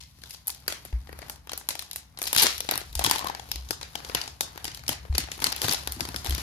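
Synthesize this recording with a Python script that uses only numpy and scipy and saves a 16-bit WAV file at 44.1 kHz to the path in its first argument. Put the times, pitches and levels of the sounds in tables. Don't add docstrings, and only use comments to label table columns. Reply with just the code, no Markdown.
import sys
import numpy as np
from scipy import signal
from scipy.fft import rfft, irfft, next_fast_len
from scipy.io import wavfile

SR = 44100
rng = np.random.default_rng(int(sys.argv[2]) if len(sys.argv) > 2 else 0)


def generate_wav(signal):
    frames = np.transpose(np.atleast_2d(signal))
    scaled = np.clip(frames, -1, 1) * 32767
    pcm = np.round(scaled).astype(np.int16)
    wavfile.write(sys.argv[1], SR, pcm)


N = 283122


def amp(db):
    return 10 ** (np.asarray(db) / 20)


def unit(x):
    return x / np.sqrt(np.mean(x ** 2) + 1e-20)


def along(points, hz):
    f, v = np.transpose(points)
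    return np.interp(np.log(hz + 1), np.log(f + 1), v)


def curves(rows, at_s):
    time_s, *columns = np.transpose(rows)
    return [np.interp(at_s, time_s, column) for column in columns]


def filtered(x, response):
    m = next_fast_len(N + SR // 2)
    spectrum = rfft(x, m) * response(np.fft.rfftfreq(m, 1 / SR))
    return irfft(spectrum, m)[..., :N]


def snaps():
    # start in seconds, burst energy in dB, burst pitch in Hz, pop energy in dB, pop pitch in Hz,
    # tick energy in dB; energies before colouring.
    snap_rows = [(0.1867, -39, 6220, -41, 300, -39), (0.2187, -29, 4400, -39, 300, -40),
                 (0.2364, -18, 4130, -25.5, 1670, -27), (0.2966, -35, 1710, -48, 1590, -22),
                 (0.307, -17, 5140, -41, 830, -17), (0.3462, -20, 5090, -33, 870, -33),
                 (0.471, -21, 5100, -31, 830, -6), (0.4773, -23, 7100, -41, 930, -6),
                 (0.4804, -20, 4200, -25, 835, 1.5), (0.4942, -19, 5370, -23.5, 930, -29),
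                 (0.5015, -15, 4400, -28, 900, -12), (0.547, -24, 5500, -43, 596, -21),
                 (0.6034, -39, 5020, -50, 1000, -31), (0.663, -32, 2130, -32, 390, -58),
                 (0.6796, -4, 4750, -7.5, 1556, -1.5), (0.7232, -9.5, 3370, -16, 590, -13),
                 (0.851, -24, 3180, -26, 680, -17), (0.8571, -27, 2440, -30, 300, -31),
                 (0.9267, -31, 2470, -23, 850, -50), (1.072, -30, 3270, -29, 875, -50),
                 (1.092, -41, 1920, -20, 480, -34), (1.1278, -29, 4760, -19, 440, -28),
                 (1.1895, -24.5, 6430, -23.5, 546, -19.5), (1.218, -23, 4700, -24.5, 387, -39),
                 (1.226, -27, 2060, -19, 674, -42), (1.2834, -30, 1990, -30, 840, -29),
                 (1.297, -15, 2210, -16.5, 867, -8.5), (1.359, -29, 1960, -39, 810, -30),
                 (1.472, -27, 3300, -24, 900, -28), (1.494, -14, 3250, -22.5, 1170, -38),
                 (1.5178, -16, 4270, -19.5, 820, -16), (1.533, -9.5, 5940, -16.5, 508, -11.5),
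                 (1.5764, -19, 4100, -23.5, 810, -6), (1.6118, -30, 5610, -26, 800, -47),
                 (1.6885, -6.5, 4160, -13, 910, 1), (1.7055, -8, 2040, -17.5, 960, -29),
                 (1.7529, -14.5, 3260, -18.5, 885, -17), (1.7924, -9, 4120, -27, 780, -11),
                 (1.823, -19, 3480, -26, 1170, -18), (1.912, -14, 4050, -30, 1600, -13.5),
                 (1.9314, -19, 4040, -30.5, 910, -15), (1.9598, -14.5, 4230, -23, 880, -4),
                 (2.1735, -18.5, 4090, -25.5, 800, -36), (2.1882, -20.5, 3880, -24.5, 690, -13.5),
                 (2.1942, -24, 5000, -26, 1000, -30), (2.217, -10, 2260, -11, 684, -6),
                 (2.2277, -19, 5460, -25, 870, -2.5), (2.239, -11, 4050, -27, 530, -14),
                 (2.2553, -12, 4750, -23, 770, -18), (2.269, -8.5, 4200, -24, 1030, -17),
                 (2.2735, -6.5, 5480, -18.5, 1660, -9), (2.2795, -11, 5200, -34, 1460, -7.5),
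                 (2.3297, -2.5, 3750, -7, 900, 5), (2.3486, -3, 4810, -17, 900, -7),
                 (2.363, 2.5, 3980, -6, 1530, 3), (2.3764, 2.5, 3740, -10, 1490, -4),
                 (2.382, 5.5, 4150, -23, 690, 0), (2.397, 3, 3250, -31, 1060, -3),
                 (2.4027, -10, 3200, -13, 800, -21), (2.4128, -5, 3180, -14, 1000, -15),
                 (2.4667, 4.5, 5760, -5.5, 1500, -24), (2.5798, -13, 5940, -36, 1450, -11.5),
                 (2.605, -6, 5800, -15.5, 665, -6.5), (2.648, -25, 4730, -21, 464, -31),
                 (2.6894, -4, 3630, -4.5, 900, -22), (2.7114, -2, 3980, -11.5, 790, 2),
                 (2.7203, -16, 1700, -8.5, 730, -32), (2.7382, -10.5, 4500, -11, 970, -31),
                 (2.756, -11, 3970, -14, 900, -9), (2.7767, -11, 5650, -14, 810, -1.5),
                 (2.8065, -20, 4040, -29, 1130, -29), (2.8146, -21, 4000, -18, 310, -37),
                 (2.9284, -24.5, 3900, -36, 302, -23), (2.953, -7.5, 5090, -21.5, 900, -6),
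                 (2.9929, -4, 1700, -7.5, 720, -5), (3.012, -23, 3650, -14, 780, -30),
                 (3.02, -15, 3210, -14, 900, -35), (3.04, -1.5, 6800, -17, 835, 0.5),
                 (3.046, 2.5, 3320, -5.5, 1070, -11), (3.063, 0, 3360, -8.5, 900, -6),
                 (3.0733, -18, 1960, -12, 293, -26), (3.097, -5, 3300, -17, 810, -7),
                 (3.1114, 3, 4740, -3, 984, 3), (3.1515, -22, 1620, -15, 1090, -16),
                 (3.1588, -6.5, 3250, -10.5, 900, -12), (3.1831, -11.5, 3980, -29, 1000, -13),
                 (3.1917, -10.5, 4230, -20, 980, -13), (3.2444, -18, 3320, -13.5, 790, -16),
                 (3.27, -11, 4170, -15, 1110, -14), (3.2844, -13.5, 3160, -26, 1040, -24),
                 (3.298, -18.5, 2500, -12, 830, -20), (3.3486, -14.5, 4550, -16.5, 845, -23),
                 (3.3961, -16.5, 3320, -19.5, 790, -31), (3.489, -30, 4500, -30, 496, -27),
                 (3.5156, -3.5, 5350, -18.5, 900, -4), (3.5576, -11, 4290, -22.5, 303, -15),
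                 (3.6878, -22, 3900, -51, 300, -27), (3.7076, -3.5, 5300, -8.5, 400, -5),
                 (3.8122, -14.5, 2580, -19, 940, -38), (3.8292, -12, 4000, -20.5, 850, -28),
                 (3.9541, -7, 3180, -12.5, 815, -13), (4.0019, -29, 3450, -22, 810, -45),
                 (4.0477, -14, 3520, -23, 880, -31), (4.0882, -22, 4500, -52, 1280, -39),
                 (4.0968, -21, 4820, -13.5, 510, -27), (4.1486, 2, 3000, -3.5, 920, 0),
                 (4.2144, -7.5, 4780, -37, 845, -28), (4.2383, -19, 4500, -23, 795, -40),
                 (4.277, -12, 5400, -20, 806, -36), (4.408, -1, 3840, -8, 843, -1),
                 (4.5582, -28, 5200, -23, 375, -35), (4.5764, -18.5, 3880, -18, 860, -21),
                 (4.6437, -9, 3070, -17, 770, -9.5), (4.6523, -10, 5050, -17.5, 870, -16),
                 (4.679, -12, 4930, -16.5, 302, -24), (4.7163, -19.5, 3120, -25, 835, -35),
                 (4.7465, -15, 3200, -45, 890, -16), (4.773, -21, 4180, -28, 820, -24),
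                 (4.793, -24, 2220, -36, 620, -38), (4.8367, -27, 2260, -27, 815, -31),
                 (4.8645, -22, 2320, -35, 730, -38), (4.8798, -3.5, 5370, -23, 860, -7),
                 (4.8917, -3, 3180, -8, 890, -0.5), (4.9281, -14, 4460, -35, 810, -16),
                 (5.0516, -44, 5260, -24.5, 490, -45), (5.126, -27, 4230, -24.5, 800, -41),
                 (5.1513, -10.5, 4260, -18, 304, -28), (5.1807, 1, 4560, -10.5, 774, 0.5),
                 (5.238, -17.5, 3070, -20, 300, -28), (5.2743, -31, 1630, -24, 825, -36),
                 (5.2858, -35, 3850, -17, 770, -46), (5.3166, -8, 7170, -22, 520, -16),
                 (5.378, -27, 3830, -22.5, 400, -20), (5.3912, -30, 1610, -19.5, 890, -37),
                 (5.4018, -17, 4460, -25, 516, -18), (5.421, -16, 2520, -12.5, 900, -11),
                 (5.4308, -21, 1610, -18, 1120, -23), (5.4417, 3, 4450, -8.5, 1480, -1),
                 (5.4674, -1.5, 4300, -12.5, 1350, -8), (5.501, -15, 5660, -25, 1290, -21),
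                 (5.521, -12, 4520, -22, 755, -13), (5.525, -5.5, 5100, -12, 850, -10),
                 (5.563, -13, 2600, -19.5, 700, -10), (5.579, -17, 4070, -31, 1520, -37),
                 (5.6171, -4, 3200, -10.5, 826, -4), (5.643, -5.5, 3980, -12, 735, -22),
                 (5.683, -5, 3500, -6, 1510, -5), (5.6932, -2, 4570, -16, 1300, -15),
                 (5.7111, -5, 6280, -15, 980, -5), (5.7245, -2.5, 5260, -33, 300, -3),
                 (5.7342, -8, 2680, -11, 960, -0.5), (5.7451, -3, 5440, -13.5, 840, -22),
                 (5.7895, -18, 5400, -22, 920, -24), (5.8266, -26, 4870, -30, 840, -39),
                 (5.8736, -7.5, 3820, -9.5, 765, -7), (5.9214, -15.5, 4300, -36, 650, -6),
                 (5.9969, -26, 1830, -18, 835, -21), (6.0067, -4.5, 4750, -8, 370, -10),
                 (6.0518, -13.5, 4700, -18, 410, -23), (6.088, -15.5, 2600, -17, 910, -17),
                 (6.1433, -15, 5470, -12.5, 1480, -25), (6.1612, -6.5, 5270, -17.5, 1420, -12),
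                 (6.2458, -17, 3100, -18.5, 830, -10), (6.2547, -15, 4350, -19, 300, -32.5),
                 (6.2698, -11.5, 7300, -16.5, 390, -16), (6.2957, -14, 5330, -20.5, 300, -7),
                 (6.3073, -8.5, 3220, -15, 300, -12), (6.3237, -14, 4150, -19, 300, -24),
                 (6.3487, -7, 5880, -19, 302, -9.5), (6.3802, -13, 1940, -14.5, 300, -17)]
    return creases(*np.transpose(snap_rows))


def rustles(count=28):
    # start in seconds, length in seconds, burst level in dB, burst pitch in Hz, pop level in dB,
    # pop pitch in Hz, tick level in dB; levels and burst pitch before scatter.
    dense_runs = [(0, 0.037, -49.5, 5630, -67.5, 940, -66), (.33, 0.017, -52, 5250, -67, 844, -48),
                  (2.385, 0.023, -26.5, 3050, -41.5, 930, -30), (2.418, 0.02, -21.5, 4230, -29, 870, -17),
                  (2.444, .019, -35, 3850, -32, 450, -46), (3.055, .014, -28.5, 3280, -33.5, 980, -42),
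                  (3.095, 0.058, -53, 3200, -47, 990, -56), (3.2, 0.12, -53, 3320, -45, 1070, -76),
                  (4.92, .012, -44, 4420, -39, 860, -44), (5.148, .008, -33, 4500, -37.5, 420, -43),
                  (5.417, .013, -36, 3140, -40, 890, -40), (5.455, 0.0091, -43, 4370, -34.5, 1330, -56),
                  (5.625, 0.028, -37, 4200, -38, 474, -34.5), (5.713, 0.011, -34, 5170, -35, 910, -39)]
    s, length_s, burst_db, burst_hz, pop_db, pop_hz, tick_db = np.repeat(dense_runs, count, axis=0).T
    place = rng.uniform(size=len(s))
    share_db = 10 * np.log10(length_s * SR / count) + rng.normal(-1.5, 3.5, len(s))
    burst_hz = burst_hz * np.exp(rng.normal(0, 0.15, len(s)))
    return creases(s + place * length_s, burst_db + share_db, burst_hz,
                   pop_db + share_db, pop_hz, tick_db + share_db)


def crackle(count=6000):
    # time in seconds, level of the fine crackle in dB, level of its pops in dB; before colouring.
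    bend = [(0, -63, -83), (.13, -69.5, -75.5), (.32, -54.5, -66.5), (.43, -70.5, -72), (.56, -58, -67),
            (.66, -67, -68), (.72, -58, -61), (.9, -62.5, -67.5), (1.03, -68, -68.5), (1.3, -59.5, -59),
            (1.42, -75, -72), (1.56, -64, -62), (1.68, -65, -69), (1.84, -60, -63), (2.02, -65.5, -71),
            (2.2, -79, -67), (2.34, -40.5, -52), (2.4, -26, -45), (2.61, -52.5, -64), (2.77, -51, -74),
            (2.95, -62, -62), (3.16, -47.5, -56), (3.34, -61, -62), (3.54, -57, -59.5), (3.85, -61.5, -64),
            (4.1, -53.5, -52.5), (4.2, -47, -49.5), (4.38, -67, -67), (4.45, -57, -57), (4.8, -62, -62),
            (5.13, -64.5, -62.5), (5.33, -55, -60), (5.56, -57, -55), (5.66, -36.5, -47.5),
            (5.85, -52.5, -55.5), (6.2, -54, -55.5), (6.42, -42, -46.5)]
    gentle_db, tick_at_gentle_db, tick_growth = -55, -58, 0.85
    pop_median_hz, pop_scatter = 900, 0.18
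    burst_median_hz, burst_scatter = 4200, 0.348

    s = rng.uniform(0, N / SR, count)
    spread_db = 2.2 * rng.exponential(size=count) + rng.normal(0, 2.5, (3, count))
    spread_db -= 10 * np.log10(np.mean(amp(spread_db) ** 2) * count / N)
    burst_db, pop_db = curves(bend, s)
    tick_db = tick_at_gentle_db + tick_growth * (burst_db - gentle_db)
    pop_hz = pop_median_hz * np.exp(rng.normal(0, pop_scatter, count))
    burst_hz = burst_median_hz * np.exp(rng.normal(0, burst_scatter, count))
    return creases(s, burst_db + spread_db[0], burst_hz,
                   pop_db + spread_db[1], pop_hz, tick_db + spread_db[2])


def creases(s, burst_db, burst_hz, pop_db, pop_hz, tick_db):
    # time in seconds, lead of the left port in samples.
    left_lead = [(0, 4), (1.6, 4), (2.5, 10), (3.5, 13), (6.42, 12)]
    # time in seconds, ring over noise as an amplitude ratio.
    hollow = [(0, 0.6), (2.85, 0.49), (3.05, 1.13), (3.35, 1.2), (3.5, 0.52), (6.42, 0.45)]
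    lead = curves(left_lead, s)[0]
    pop_ring = curves(hollow, s)[0][:, None]
    pop = bursts(s, pop_db, life_s=0.0034, alike=0.46, lead=lead, hz=pop_hz, ring=pop_ring)
    burst = bursts(s, burst_db, life_s=0.003, alike=0.24, lead=lead, hz=burst_hz, ring=0.84)
    tick = bursts(s, tick_db, life_s=0.0008, alike=0.95, lead=-4)
    return np.array([pop, burst, tick])


def bursts(s, db, life_s, alike, lead, hz=0, ring=0, size=384):
    t = np.arange(size) / SR
    shared, *own = rng.standard_normal((len(s), 3, size)).transpose(1, 0, 2)
    tone = ring * np.sin(2 * np.pi * np.outer(hz, t))
    shape = np.exp(-(t / life_s) ** 1.4) * (1 - np.exp(-t / 0.0003)) ** 2
    left, right = ((np.sqrt(alike) * (shared + tone) + np.sqrt(1 - alike) * noise) * shape
                   for noise in own)
    click = np.linalg.norm(shape) * (t == 0)
    outward = np.sign(shared[:, :1]) * (click + tone * shape ** 4)

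    out = []
    for wave, late in zip((left, right, outward), (-lead / 2, lead / 2, 0)):
        wave = wave * (amp(db) / np.linalg.norm(wave, axis=1))[:, None]
        start = np.round(np.abs(s * SR + late)).astype(int)
        at = start[:, None] + np.arange(size)
        out.append(np.bincount(at.ravel(), wave.ravel(), N + SR)[:N])
    return np.array(out)


def part(k):
    # frequency in Hz, relative gain in dB.
    film_colour = [(150, -7.5), (300, -1), (600, -4.5), (930, -2.5), (1280, -2.5), (1900, -1), (2700, -1.5),
                   (3250, -0.5), (4700, 1.5), (6800, -1.5), (8300, -6.5), (10000, -0.5), (11900, -1.5),
                   (13800, -3), (16500, -27)]
    edges_hz = (2170, 8800)

    def shape(hz):
        low, high = (1 / (1 + (hz / edge) ** 8) for edge in edges_hz)
        share = [low, high - low * high, 1 - high][k]
        gain = amp(along(film_colour, hz)) * np.sqrt(share)
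        return gain / np.sqrt(np.mean(gain ** 2))
    return shape


def near_ports(film):
    # frequency in Hz, left minus right in dB.
    left_over_right = [(110, 8), (200, 7), (380, 10), (700, 14), (1290, 8), (2380, 8), (4400, 11),
                       (8120, 3), (15000, -1)]
    return filtered(film, lambda hz: amp(np.outer([1, -1], along(left_over_right, hz)) / 2))


def room(x):
    # frequency in Hz, t60 in seconds of the noise before the early scatter is shaped.
    room_t60 = [(250, 0.26), (800, 0.36), (2000, 0.32), (5500, 0.27), (12000, 0.11)]
    wall_s = 0.021
    out, step = np.zeros((2, N + 2 * SR)), SR // 16
    for a in range(0, N, step):
        hz, t, z = signal.stft(rng.standard_normal((2, SR // 2)), SR, nperseg=256)
        decay = amp(-60 * t / along(room_t60, hz)[:, None])
        tail = signal.istft(z * decay, SR, nperseg=256)[1]
        t = np.arange(tail.shape[1]) / SR
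        walls = np.where(t > wall_s, 1 + 0.22 * np.exp(-np.abs(t - wall_s) / 0.0053), 0.45)
        scatter = 0.55 * np.exp(-t / 0.021)
        tail = tail * (walls + scatter)
        wet = signal.fftconvolve(x[None, a:a + step], tail / np.linalg.norm(tail[0]), axes=1)
        out[:, a:a + wet.shape[1]] += wet
    return out[:, :N]


def knocks():
    # start in seconds, nominal level in dB, hardness (tilt over the modes) in dB per octave.
    knock_rows = [(0.631, -53.5, -17), (2.36, -29.5, -1), (2.443, -38, 17.5), (2.758, -36, -1),
                  (3.054, -29, -8), (3.244, -40, 8), (3.703, -42, 9), (4.154, -33.5, -1), (4.727, -47, -4),
                  (4.892, -28.5, 2), (5.183, -27, 3.5), (5.419, -31.5, -2), (5.471, -30.5, 1.5),
                  (5.645, -25.5, -7), (5.688, -25, 4), (5.966, -36, 8), (6.012, -27.5, 2.5),
                  (6.084, -32, 4), (6.147, -31, 4), (6.259, -35, -1)]
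    # frequency in Hz, relative level in dB, t60 in seconds.
    table_modes = [(108, 0, 0.095), (145, 1, 0.075), (258, 1, 0.057), (314, -0.5, 0.048)]
    tilt_pivot_hz = 170
    x, t = np.zeros(N + SR), np.arange(SR // 2) / SR
    for s, db, hardness_db in knock_rows:
        ring = 0
        for hz, level_db, t60_s in table_modes:
            mode_db = level_db + hardness_db * np.log2(hz / tilt_pivot_hz) - 60 * t / t60_s
            ring = ring + amp(mode_db) * np.sin(2 * np.pi * hz * t)
        x[round(s * SR):][:len(t)] += amp(db) * (1 - np.exp(-t / 0.0062)) * ring
    return x[:N]


def bumps():
    # start in seconds, nominal level in dB, pitch in Hz, length in seconds.
    bump_rows = [(0.93, -19.5, 59, 0.053), (2.901, -38, 56, 0.064), (2.96, -23, 59.4, 0.029),
                 (2.989, -29, 62, .043), (3.549, -33.5, 62, 0.12), (5.098, -16, 67, 0.023),
                 (5.126, -21.5, 66.8, 0.043), (5.228, -35, 61.6, .042), (5.863, -40, 65.3, 0.11),
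                 (6.287, -19, 66.4, 0.025), (6.317, -20.5, 66, 0.041)]
    stop_power = 2.4
    x, t = np.zeros(N + SR), np.arange(SR // 2) / SR
    for s, db, hz, length_s in bump_rows:
        swing = (1 - np.exp(-t / 0.0045)) * np.exp(-(t / length_s) ** stop_power)
        x[round(s * SR):][:len(t)] += amp(db) * swing * np.sin(2 * np.pi * hz * t)
    return x[:N]


def tremble():
    # time in seconds, nominal level in dB.
    shake = [(0.0, -54.5), (0.32, -55.5), (0.86, -52.5), (1.09, -48.5), (1.57, -56), (2.13, -55),
             (2.29, -54), (2.7, -54), (2.95, -49.5), (3.47, -50.5), (4.49, -51), (5.09, -47.5), (5.74, -49),
             (6.42, -41)]
    # frequency in Hz, relative response of the stand in dB.
    stand_response = [(12, -65), (20, -46), (27, -29), (40, -17), (54, 6), (70, 10), (91, -1), (130, 0),
                      (216, -11.5), (300, -15.5), (390, -45), (660, -120)]
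    noise = rng.standard_normal((2, N))
    mid, side = unit(filtered(noise, lambda hz: amp(along(stand_response, hz))))
    side = filtered(side, lambda hz: hz / (hz + 400))
    level = amp(curves(shake, np.arange(N) / SR)[0])
    return level * np.array([mid + side, mid - side])


def stand():
    return (bumps() + knocks() + tremble()) * amp([[0.7], [-0.7]])


def air():
    # frequency in Hz, relative gain in dB.
    hiss_colour = [(200, -6), (860, -5), (2500, -9), (5000, -8), (8200, -15), (12000, -10), (15000, -27)]
    level_db = -69
    noise = rng.standard_normal((2, N))
    return amp(level_db) * unit(filtered(noise, lambda hz: amp(along(hiss_colour, hz))))


def scene():
    layers = snaps() + rustles() + crackle()
    *film, outward = sum(filtered(layer, part(k)) for k, layer in enumerate(layers))
    wet = amp([[-3.5], [-5]]) * room(outward)
    return near_ports(film) + wet + stand() + air()


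def record(dry):
    ceiling, top_hz = 0.95, 16800
    rounded = dry / (1 + np.abs(dry / ceiling) ** 4) ** (1 / 4)
    return filtered(rounded, lambda hz: hz < top_hz)


dry = scene()
out = record(dry)
generate_wav(out)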